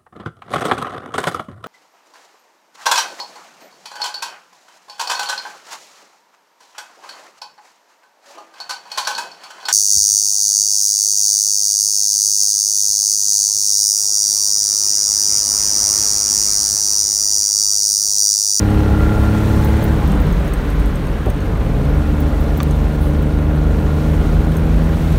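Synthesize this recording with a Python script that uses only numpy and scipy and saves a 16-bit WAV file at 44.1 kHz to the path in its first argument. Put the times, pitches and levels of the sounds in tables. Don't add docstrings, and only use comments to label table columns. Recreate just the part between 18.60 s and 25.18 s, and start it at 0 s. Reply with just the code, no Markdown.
import sys
import numpy as np
from scipy import signal
from scipy.io import wavfile
from scipy.ndimage import uniform_filter1d

SR = 44100
rng = np.random.default_rng(int(sys.argv[2]) if len(sys.argv) > 2 else 0)


def master(y):
    cut = np.clip(np.atleast_2d(y).T, -1, 1)
    pcm = np.round(cut * 32767)
    wavfile.write(sys.argv[1], SR, pcm.astype(np.int16))


def field_ratio(decibels):
    return 10 ** (np.asarray(decibels, dtype=float) / 20)


N = 290178

# (t/s, share of full load)
LOAD = [(0, 1), (1.28, .9), (1.4, .3), (1.72, .16), (1.8, .03), (2.78, .03), (2.88, .5), (3.3, .6),
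        (5.2, .75), (6.58, .65)]
# (multiple of crank speed, whistle width/Hz, whistle level/dB before its growth with speed)
FAN = (12, 25, -12)


def evened(x):
    return x / np.sqrt(np.mean(x ** 2) + 1e-20)


def columns(rows):
    s, *values = np.transpose(rows)
    return [np.interp(np.arange(N) / SR, s, v) for v in values]


def read(points, hz):
    f, db = np.transpose(points)
    return np.interp(np.log(hz + 1), np.log(f + 1), db)


def wander(hz):
    rate = 400
    steps = rng.standard_normal(N * rate // SR + 2)
    knots = signal.lfilter([1], [1, -np.exp(-2 * np.pi * hz / rate)], steps)
    knots = evened(uniform_filter1d(knots, size=3))
    return np.interp(np.arange(N) * rate / SR, np.arange(len(knots)), knots)


def resonate(x, hz, width):
    turn = np.exp(2j * np.pi * np.cumsum(hz * np.ones(len(x))) / SR)
    r = np.exp(-np.pi * width / SR)
    smooth = signal.lfilter([1], [1, -2 * r, r * r], x / turn)
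    return evened((turn * smooth).real)


def noise(points, patchy_db, size):
    hz = np.fft.rfftfreq(size, 1 / SR)
    a, b, patches = rng.standard_normal((4 * N // size + 5, len(hz), 3)).T
    patches = uniform_filter1d(patches, size=12, axis=0)
    patches = evened(uniform_filter1d(patches, size=10, axis=1))
    z = (a + 1j * b) * field_ratio(read(points, hz)[:, None] + patchy_db * patches)
    return evened(signal.istft(z, nperseg=size, noverlap=size - size // 4)[1][:N])


def ring(modes, spread, rise):
    t = np.arange(SR // 10) / SR
    total = 0
    for hz, db, t60 in modes:
        level_luck, pitch_luck, phase = rng.standard_normal(3)
        decay = field_ratio(db + spread * level_luck - 60 * t / t60)
        total += decay * np.sin(2 * np.pi * hz * (1 + .006 * pitch_luck) * t + phase)
    return (1 - np.exp(-t / rise)) * total


def add(mix, s, sound):
    part = mix[round(s * SR):][:len(sound)]
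    part += sound[:len(part)]


def air_hiss():
    # (f/Hz, relative level/dB)
    spectrum = [(1500, -2), (2500, -3.5), (3100, -4.5), (4260, -5.5), (5000, -12), (5500, -8.5),
                (7000, -11.5), (7700, -14), (8300, -11.5), (9800, -13.5), (10450, -18.5), (11100, -14),
                (14000, -14), (15700, -15.5), (15900, -54)]
    return noise(spectrum, patchy_db=1.08, size=256) * field_ratio(0.51 * wander(hz=21))


def buffeting():
    # (t/s, level/dB before slight wavering)
    level = [(0, -39), (1.7, -19), (2.25, -11.5), (2.35, -25.5), (6.58, -15)]
    surge = resonate(rng.standard_normal(N), hz=47.5, width=14.4)
    surge /= np.sqrt(uniform_filter1d(surge ** 2, size=3000) + 0.51)
    return field_ratio(columns(level)[0] + 0.83 * wander(hz=6.0)) * surge


def road_boom():
    # (f/Hz, width/Hz, level/dB over the roar's reference)
    modes = [(69.8, 41, 4), (149.4, 23.3, 2), (291.3, 44, -4), (409, 49, -9), (561.4, 59, -9.5),
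             (1035, 110, -17.5)]
    bumps = rng.standard_normal(N)
    return sum(field_ratio(db) * resonate(bumps, hz, width) for hz, width, db in modes)


def roar():
    # (f/Hz, relative level/dB)
    spectrum = [(15, -8), (25, 17.5), (54, 5.5), (151, -13), (201, 0), (286, -13.5), (510, -12), (569, -19),
                (636, -16.5), (1480, -21), (3750, -36.5), (5000, -47), (6500, -70), (11000, -120)]
    return field_ratio(9.5) * noise(spectrum, patchy_db=0.92, size=2048)


def intake_song():
    # (f/Hz, width/Hz, level/dB before the song's level)
    tract = [(1393.5, 45, -11)]
    # (t/s, level/dB)
    song = [(0, 0), (.8, 4.5), (1.1, -12), (3, -25), (3.4, -6), (4.2, -13), (5.2, -5), (5.5, -13),
            (6.58, -11)]
    air = rng.standard_normal(N)
    return field_ratio(columns(song)[0]) * sum(field_ratio(db) * resonate(air, hz, width) for hz, width, db in tract)


def fan_whistle(turns):
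    multiple, width, db = FAN
    crank_hz = np.gradient(turns) * SR
    growth = (crank_hz / 67.6) ** 5.4
    return growth * field_ratio(db) * resonate(rng.standard_normal(N), multiple * crank_hz, width)


def firing_throb(turns):
    load, = columns(LOAD)
    pulses = .25 * np.cos(3 * np.pi * turns) + .2 * np.cos(np.pi * turns) + .15 * np.cos(2 * np.pi * turns)
    return 1 + load * pulses


def rustle():
    # (t/s, starting level/dB, low edge f/Hz, high edge f/Hz, t60/s)
    rustles = [(4.41, -44.5, 8850, 15700, 0.61)]
    out, t = np.zeros(N), np.arange(SR // 10) / SR
    for s, db, low_hz, high_hz, t60 in rustles:
        band = signal.butter(4, [low_hz, high_hz], "band", fs=SR, output="sos")
        settled = signal.sosfilt(band, rng.standard_normal(2 * len(t)))[len(t):]
        add(out, s, field_ratio(db - 60 * t / t60) * evened(settled))
    return out


def knocks():
    # (t/s, blow level/dB)
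    clunks, snaps, tick = [(2.664, -7.5), (2.677, -6.5)], [(4.0028, -15), (4.008, -23)], [(4.0316, -14.5)]
    # (f/Hz, relative level/dB, t60/s)
    linkage, plastic, buckle = [(112, 6, 0.06), (247, -2, 0.05), (376, -4, 0.045), (450, -4.5, 0.045),
                                (600, -8, 0.045), (745, -10, 0.05), (1165, -19, 0.04), (3300, -27, .01),
                                (4300, -27, .01)], [(1150, 2.5, .017), (1700, -2, .01), (2350, -2, .01),
                                                 (3500, -2, .008), (4400, -4, .008), (5900, -4, .007),
                                                 (7500, -10, .006)], [(4200, -3, .003), (6500, -6, .003),
                                                                  (8700, 0, .003), (12000, -6, .003),
                                                                  (15300, -2, .003)]
    out = np.zeros(N)
    for blows, modes, rise in ((clunks, linkage, .003), (snaps, plastic, .0006), (tick, buckle, .0001)):
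        for s, db in blows:
            add(out, s, field_ratio(db) * ring(modes, spread=1.0, rise=rise))
    return out


def keys():
    # (t/s, blow level/dB)
    ticks, chinks = [(0.1032, -29), (1.0437, -27), (1.227, -26.5), (1.476, -28), (1.519, -25),
                     (1.6012, -26), (1.6685, -30), (1.7249, -27), (1.8774, -31), (1.936, -22),
                     (2.1021, -25.5), (2.198, -26), (2.259, -24.5), (2.356, -28), (2.4689, -29),
                     (2.659, -26), (2.7009, -22), (2.8048, -32), (3.8396, -29), (4.109, -26), (5.9183, -30),
                     (5.9677, -23), (6.5236, -27)], [(1.046, -23), (1.24, -22), (1.6132, -33), (3.6022, -26), (3.8048, -33),
                                    (3.9723, -25), (4.6213, -35)]
    # (f/Hz, relative level/dB, t60/s)
    key_modes, small_key = [(6430, -6.5, 0.033), (8240, -4, 0.028), (9620, -11, 0.03), (12300, -9, 0.059),
                            (13400, -36, .04)], [(8850, -17.5, 0.029), (12300, -19, 0.057), (14700, -6, 0.043),
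                                          (15050, -10, 0.054)]
    out, t = np.zeros(N), np.arange(SR // 10) / SR
    faint = [(s * N / SR, -42 + 0.94 * np.log(1 / u)) for s, u in rng.random((70, 2))]
    for s, db in ticks + faint:
        crack = signal.lfilter([1, -.8], [1], rng.standard_normal(len(t))) * field_ratio(-9 - 60 * t / 0.01)
        add(out, s, field_ratio(db) * (crack + field_ratio(-9.5) * ring(key_modes, spread=4, rise=.0003)))
    for s, db in chinks:
        jingle = np.diff(rng.standard_normal(len(t) + 2), 2) * field_ratio(-15 - 60 * t / .05)
        add(out, s, field_ratio(db) * (jingle + ring(small_key, spread=2.5, rise=.0008)))
    return out


def engine():
    # (t/s, firings of one bank of three cylinders per s)
    speed = [(0, 101.9), (.75, 106.2), (1.25, 108.8), (1.36, 105.5), (1.6, 94), (1.72, 90), (2.3, 63),
             (2.75, 48), (2.86, 47.8), (3.17, 62.5), (3.36, 76), (3.48, 73.8), (4.05, 74.3), (5.28, 76.1),
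             (5.77, 79.1), (6.58, 80.8)]
    # (level/dB at full load before the cabin, wavering/dB)
    strong_levels = [(-20, 2.5), (-16.5, 1), (-20, 1), (-22.5, 1), (-26.5, 0.6)]
    follow = (.35, 1., .45, 1.1, .75)
    # (f/Hz, gain/dB)
    cabin = [(45, -2), (60, 0), (69, 2.5), (80, 0.7), (105, -2), (150, -0.5), (182, 3), (222, -4), (250, 0),
             (300, 1), (325, -3), (420, -6.5)]
    # (f/Hz, level/dB at full load before the additions below)
    pipes = [(20, -50), (35, -34), (140, -35.5), (200, -32), (290, -36), (350, -46), (420, -36.5),
             (560, -45), (650, -47), (830, -47.5), (1000, -57.5), (1330, -64.5), (1410, -47), (1490, -60),
             (1600, -56.5)]
    crank_hz = columns(speed)[0] / 1.5
    turns = np.cumsum(crank_hz * (1 + 0.0016 * wander(hz=4.76))) / SR
    strong = dict(zip((1, 1.5, 3, 4.5, 6), zip(strong_levels, follow)))
    load_db = 20 * np.log10(np.clip(columns(LOAD)[0], .01, 1))
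    bank_db, whole_db, fan_db = 4.5, -1, 4
    tones = 0
    for k in np.arange(.5, 30, .5):
        if k in strong:
            (full_db, waver_db), share = strong[k]
            db = full_db + read(cabin, k * crank_hz) + share * load_db
            db += waver_db * wander(hz=1.7)
        else:
            db = read(pipes, k * crank_hz) + load_db + 2.95 * wander(hz=4.3)
            db += bank_db * (k % 1.5 == 0) + whole_db * (k % 1 == 0) + fan_db * (k == FAN[0])
        tones += np.sqrt(2) * field_ratio(db) * np.cos(2 * np.pi * (k * turns + rng.random()))
    return tones, turns


def scene():
    # (t/s, reference level/dB of the engine and tyre roar, hiss level/dB)
    road = [(0.0, -27, -39), (0.48, -26.5, -38.5), (0.9, -27, -35.5), (1.57, -25, -40.5),
            (2.77, -28.5, -44), (3.98, -29, -41), (4.87, -30, -44.5), (5.52, -28.5, -40),
            (6.07, -28.5, -42), (6.58, -28.5, -38)]
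    roar_db, hiss_db = columns(road)
    tones, turns = engine()
    throbbing = firing_throb(turns) * (roar() + intake_song() + fan_whistle(turns))
    background = field_ratio(hiss_db) * air_hiss() + buffeting() + field_ratio(roar_db) * (road_boom() + throbbing)
    return (background + rustle() + knocks() + keys() + tones)[None]


def band_limit(x):
    return signal.sosfilt(signal.butter(12, 16530, fs=SR, output="sos"), x)


def record(dry):
    cut = signal.oaconvolve(dry, signal.firwin(255, 15900, fs=SR)[None], "same")
    cut = signal.sosfilt(signal.butter(7, 33, "high", fs=SR, output="sos"), cut)
    ceiling = 1.6
    return band_limit(ceiling * np.tanh(cut / ceiling))


dry = scene()
out = record(dry)
master(out)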